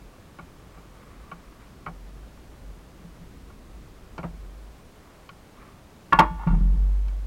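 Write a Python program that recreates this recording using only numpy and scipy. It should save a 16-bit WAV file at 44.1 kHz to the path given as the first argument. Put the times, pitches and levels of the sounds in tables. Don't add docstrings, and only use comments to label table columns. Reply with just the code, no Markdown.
import sys
import numpy as np
from scipy import signal
from scipy.fft import rfft, irfft
from scipy.io import wavfile

SR = 44100
rng = np.random.default_rng(int(sys.argv[2]) if len(sys.argv) > 2 else 0)


def wav_out(sig):
    wavfile.write(sys.argv[1], SR, np.round(np.clip(np.atleast_2d(sig).T, -1, 1) * 32767).astype(np.int16))


N = 320166

# pitch in Hz, relative level in dB.
AIR = [(12, -27), (20, 3.5), (33, -12.5), (53, -4), (98, -7.5), (187, -9), (319, -13.5), (357, -14),
       (607, -18.5), (1150, -24), (1330, -26), (1480, -25.5), (1960, -29), (13500, -41), (16000, -38.5)]
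AIR_DB = -49

# start in seconds, length in seconds, strength in dB.
SHOVES = [(0, 0.074, -43.5), (0.677, .27, -49.5), (1.142, 0.077, -44.5), (1.433, 0.059, -46.5),
          (1.862, .38, -42), (2.603, 0.11, -38), (3.022, 0.0784, -45), (3.299, 0.199, -46),
          (3.683, 0.11, -42), (4.232, .45, -40), (5.58, .06, -45.5)]
SHOVE_RISE_S, SHOVE_FALL_S = 0.028, 0.055
HELD_SWAY_S, HELD_RISE_S, HELD_DB = 4.75, 2.96, -47
# start in seconds, strength in dB.
JOLTS = [(6.125, -25.5), (6.478, -7)]
JOLT_RISE_S, JOLT_FALL_S = 0.0198, 0.305
SWAY_HZ, SAG_HZ = 48.2, 9
STOP_DB, BUZZ_DB = -16.5, -24.5
CHECK_DB, CHECK_LAG_S, CHECK_WIDTH_S = -6, 0.026, 0.019

# start in seconds, length in seconds, level in dB.
RUBS = [(0, 0.89, -62.5), (0.898, .75, -60), (4.878, .28, -59.5), (5.512, 0.15, -54.5)]
RUB_RISE_S, RUB_FALL_S, RUB_REST_DB = 0.061, 0.12, -66.5

# start in seconds, strength in dB.
BOUNCES = [(6.386, -29), (6.408, -30), (6.431, -35), (6.470, -23.5), (6.504, -34), (6.603, -50)]
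BOUNCE_RISE_S, BOUNCE_FALL_S = 0.012, 0.016
RATTLE_REST_DB = -46
# pitch in Hz, width in Hz, level in dB.
RATTLE_RING = [(810, 150, -11), (902, 23, 4), (1126, 100, -9), (1433, 37, -8), (1740, 48, -17),
               (2210, 100, -26), (2730, 22, -20)]

# start in seconds, metal level in dB, brightness in Hz, contact fade time in seconds,
# frame level in dB.
KNOCKS = [(0.387, -43, 3450, .012, -40.5), (.771, -54, 2800, .017, -49), (1.3143, -38.5, 3100, 0.011, -41),
          (1.862, -34.5, 2180, 0.011, -37), (1.881, -46, 1390, .005, -39), (3.499, -55.5, 1900, .007, -60),
          (4.179, -43, 8050, .007, -31.5), (4.194, -48, 2200, .007, -49), (4.23, -46, 3200, 0.0051, -39.5),
          (4.237, -48.5, 1800, 0.0089, -29.5), (5.29, -44.5, 4580, 0.0056, -58),
          (6.469, -43.5, 3807, .018, -36), (6.538, -52, 2400, .01, -40), (7.082, -56, 9050, .004, -72.5)]
# pitch in Hz, width in Hz, level in dB.
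KNOCK_RING = [(780, 70, -18), (1105, 70, 0), (1225, 60, 0), (1405, 65, 0), (1900, 90, -17), (2250, 100, -6),
              (3080, 160, -16), (4000, 700, -23)]
# pitch in Hz, relative level in dB.
KNOCK_BODY = [(90, -13), (170, -6), (300, -5), (500, -7), (750, -2), (1200, -12.5), (2500, -28),
              (6000, -55)]
KNOCK_THUD_DB, KNOCK_THUD_LAG_S = 1, 0.00497

# start in seconds, level in dB.
THUDS = [(3.043, -37.5), (3.207, -39), (6.128, -34), (6.189, -26), (6.305, -28.5), (6.466, -13),
         (6.567, -34), (6.738, -24.5)]
# pitch in Hz, level in dB, time to fade by 60 dB in seconds.
BODY = [(67.8, -12, 0.54), (131, -15, 0.17), (169.6, 2.5, 0.21), (185, -12.5, 0.12), (271, -22.5, 0.28),
        (358, -24, 0.11)]

# delay in seconds, relative level in dB.
TREES = [(.02, -54), (.1, -42), (.19, -48), (.3, -37), (.5, -64), (.9, -71)]

# start in seconds, then panel, latch, crash and crack levels in dB.
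BLOWS = [(6.1236, -20, -9.5, -17, -31), (6.129, -20, -22, -24.5, -12.5), (6.1880, -1, -12.5, -16.5, -24),
         (6.1940, -22, -15, -13.5, -1.5), (6.1994, -16, -19, -17, -13)]
# pitch in Hz, level in dB, time to fade by 60 dB in seconds.
PANEL = [(172, -16, .17), (300, -20, .14), (440, -35, .2), (556, -17, .13), (775, -14, .11), (888, 3, .07),
         (1055, -14, .08), (1185, -15, .08), (1425, -11, .08), (2708, -21, .08), (3200, -24, .07),
         (5050, -42, .12), (328, -19, .22), (620, -26, .27), (878, -22, .46), (942, -25, .24),
         (1062, -23, .21), (1163, -30, .45), (1452, -32, .45), (1663, -35, .22), (1790, -37, .38),
         (1943, -33, .19), (2218, -45, .5), (2822, -50, .42), (3300, -46, .48)]
# pitch in Hz, level in dB, time to fade by 60 dB in seconds.
LATCH = [(912, -4, .11), (1085, 0, .08), (1132, -2, .13), (1378, -5, .1), (1425, -12, .2), (1720, -11, .16),
         (1920, -19, .09), (2205, -22, .12), (2708, -21, .14), (2775, -29, .2)]
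# pitch in Hz, relative level in dB.
CRASH = [(100, -8.5), (260, 4), (450, -8.5), (700, -4.5), (1000, 7), (1500, -7), (2200, -13.5), (3200, -26),
         (5000, -39), (9000, -67)]
# pitch in Hz, relative level in dB.
CRACK = [(200, -19), (1000, 4.5), (2500, -2.5), (3800, -9), (7000, -22), (15000, -28)]

CLIP_LEVEL = 0.5
TOP_HZ = 15900


def undb(db):
    return 10 ** (np.asarray(db) / 20)


def clock():
    return np.arange(N) / SR


def curve(rows):
    return np.interp(clock(), *np.transpose(rows))


def unit(x):
    return x / np.sqrt(np.mean(x ** 2))


def place(x, s):
    return np.concatenate([np.zeros(int(s * SR)), x, np.zeros(N)])[:N]


def noise(points):
    hz, db = np.transpose(points)
    f = np.maximum(np.fft.rfftfreq(N, 1 / SR), 1)
    gain = undb(np.interp(np.log(f), np.log(hz), db))
    return unit(irfft(rfft(rng.standard_normal(N)) * gain, N))


def walk(rate):
    knots = np.arange(0, N / SR + 1, 1 / rate)
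    return np.interp(clock(), knots, rng.standard_normal(len(knots)))


def ring(modes, rise_s):
    t = clock()[:SR]
    swing = 0
    for k, (hz, db, t60) in enumerate(modes):
        fade = undb(db - 60 * t / t60)
        swing = swing + (-1) ** k * fade * np.sin(2 * np.pi * hz * t)
    return swing * (1 - np.exp(-t / rise_s))


def resonate(x, peaks):
    out = 0
    for k, (hz, width, db) in enumerate(peaks):
        b, a = signal.iirpeak(hz, hz / width, fs=SR)
        out = out + (-1) ** k * undb(db) * signal.lfilter(b, a, x)
    return out


def soften(x, hz, order=3):
    return signal.sosfilt(signal.butter(order, min(hz, SR / 3), fs=SR, output="sos"), x)


def burst(rise_s, fall_s):
    t = clock()[:SR]
    return (1 - np.exp(-t / rise_s)) * np.exp(-t / fall_s)


def swell(s, length_s, rise_s, fall_s):
    age = np.maximum(clock() - s, 0)
    rise = 1 - np.exp(-age / rise_s)
    return rise * np.exp(-np.maximum(age - length_s, 0) / fall_s)


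def air():
    bed = noise(AIR)
    murmur = 0.17 * walk(6) * soften(bed, hz=710)
    return undb(AIR_DB) * (bed + murmur)


def rocking():
    held = undb(HELD_DB) * swell(0, HELD_SWAY_S, HELD_RISE_S, SHOVE_FALL_S)
    shoves = [undb(db) * swell(s, length_s, SHOVE_RISE_S, SHOVE_FALL_S) for s, length_s, db in SHOVES]
    jolts = [undb(db) * swell(s, 0, JOLT_RISE_S, JOLT_FALL_S) for s, db in JOLTS]
    return np.max([held, *shoves, *jolts], axis=0)


def shudder():
    drive = rocking()
    strain = drive / drive.max()
    swing = drive / (1 + (drive / undb(STOP_DB)) ** 4) ** (1 / 4)
    dips = sum(np.exp(-((clock() - s - CHECK_LAG_S) / CHECK_WIDTH_S) ** 2) for s, _ in THUDS)
    swing = swing * undb(CHECK_DB * dips)

    unrest = 1 / (1 + swing / 0.00717)
    pitch_hz = SWAY_HZ - SAG_HZ * strain ** 3.48 + 8 * unrest * walk(25)
    phase = 2 * np.pi * np.cumsum(pitch_hz) / SR
    wobble = undb(unrest * (2.9 * walk(30) - 2.0))
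    sway = np.sqrt(2) * swing * wobble * np.sin(phase)

    cycles = np.floor((phase + 0.8 * walk(45)) / (2 * np.pi))
    bumps = np.diff(cycles, prepend=0) * undb(3.4 * walk(40))
    buzz = unit(resonate(soften(bumps, hz=328), [(164, 38, -2.5), (208, 54, -12.0)]))
    chafe = np.maximum(np.sin(phase), 0) ** 2 * noise(KNOCK_BODY) * swing ** 2
    return sway + buzz * undb(BUZZ_DB) * strain ** 2.33 + undb(-18.0) * chafe


def rubbing():
    slips = rng.standard_normal(N) * undb(2.9 * walk(120))
    rubs = sum(undb(db) * swell(s, length_s, RUB_RISE_S, RUB_FALL_S) for s, length_s, db in RUBS)
    level = np.maximum(rubs, undb(RUB_REST_DB))
    hood = [(1120, 177, 4.0), (1430, 620, -3.0), (2060, 830, -6)]  # Hz, width in Hz, dB
    return unit(resonate(soften(slips, hz=3500), hood)) * level


def rattle():
    contacts = rng.standard_normal(N) * (rng.random(N) < 2500 / SR)
    bounces = sum(place(undb(db) * burst(BOUNCE_RISE_S, BOUNCE_FALL_S), s) for s, db in BOUNCES)
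    level = bounces + undb(RATTLE_REST_DB) * rocking()
    return unit(resonate(soften(contacts, hz=4030), RATTLE_RING)) * level


def knocks():
    out = 0
    for s, metal_db, bright_hz, contact_s, frame_db in KNOCKS:
        chatter = rng.standard_normal(SR) * np.exp(-clock()[:SR] / contact_s)
        push = soften(chatter, bright_hz)
        push = signal.sosfilt(signal.butter(2, 0.17 * bright_hz, "high", fs=SR, output="sos"), push)
        metal = resonate(push, KNOCK_RING)
        metal = metal / np.std(metal[:SR // 50])
        frame = noise(KNOCK_BODY)[:SR] * burst(0.0016, 0.018)
        out = out + place(undb(metal_db) * metal + undb(frame_db) * frame, s)
    return out


def thuds():
    body = ring(BODY, rise_s=0.0038)
    knocked = [(s + KNOCK_THUD_LAG_S, frame_db + KNOCK_THUD_DB) for s, *_, frame_db in KNOCKS]
    return sum(place(undb(db) * body, s) for s, db in [*THUDS, *knocked])


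def forest(x):
    trunks = rng.standard_normal(SR) * undb(curve(TREES))[:SR]
    scatter = soften(trunks, hz=3230) - soften(trunks, hz=450, order=1)
    return undb(-28.0) * signal.fftconvolve(x, scatter)[:N]


def slam():
    out = 0
    panel = ring(PANEL, rise_s=0.0012)
    latch = ring(LATCH, rise_s=0.00058)
    for s, panel_db, latch_db, crash_db, crack_db in BLOWS:
        crash = noise(CRASH)[:SR] * burst(0.0013, 0.023)
        crack = noise(CRACK)[:SR] * burst(0.00078, 0.0013)
        ringing = undb(panel_db) * panel + undb(latch_db) * latch
        blow = ringing + undb(crash_db) * crash + undb(crack_db) * crack
        out = out + place(blow, s)
    return out


def scene():
    metal = slam() + rattle() + knocks()
    bodywork = thuds() + shudder()
    return (metal + forest(metal) + bodywork + rubbing() + air())[None]


def record(dry):
    clipped = np.clip(dry, -CLIP_LEVEL, CLIP_LEVEL)
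    rounded = soften(clipped, hz=15100, order=1)
    return signal.sosfiltfilt(signal.ellip(8, .05, 60, TOP_HZ, fs=SR, output="sos"), rounded)


dry = scene()
out = record(dry)
wav_out(out)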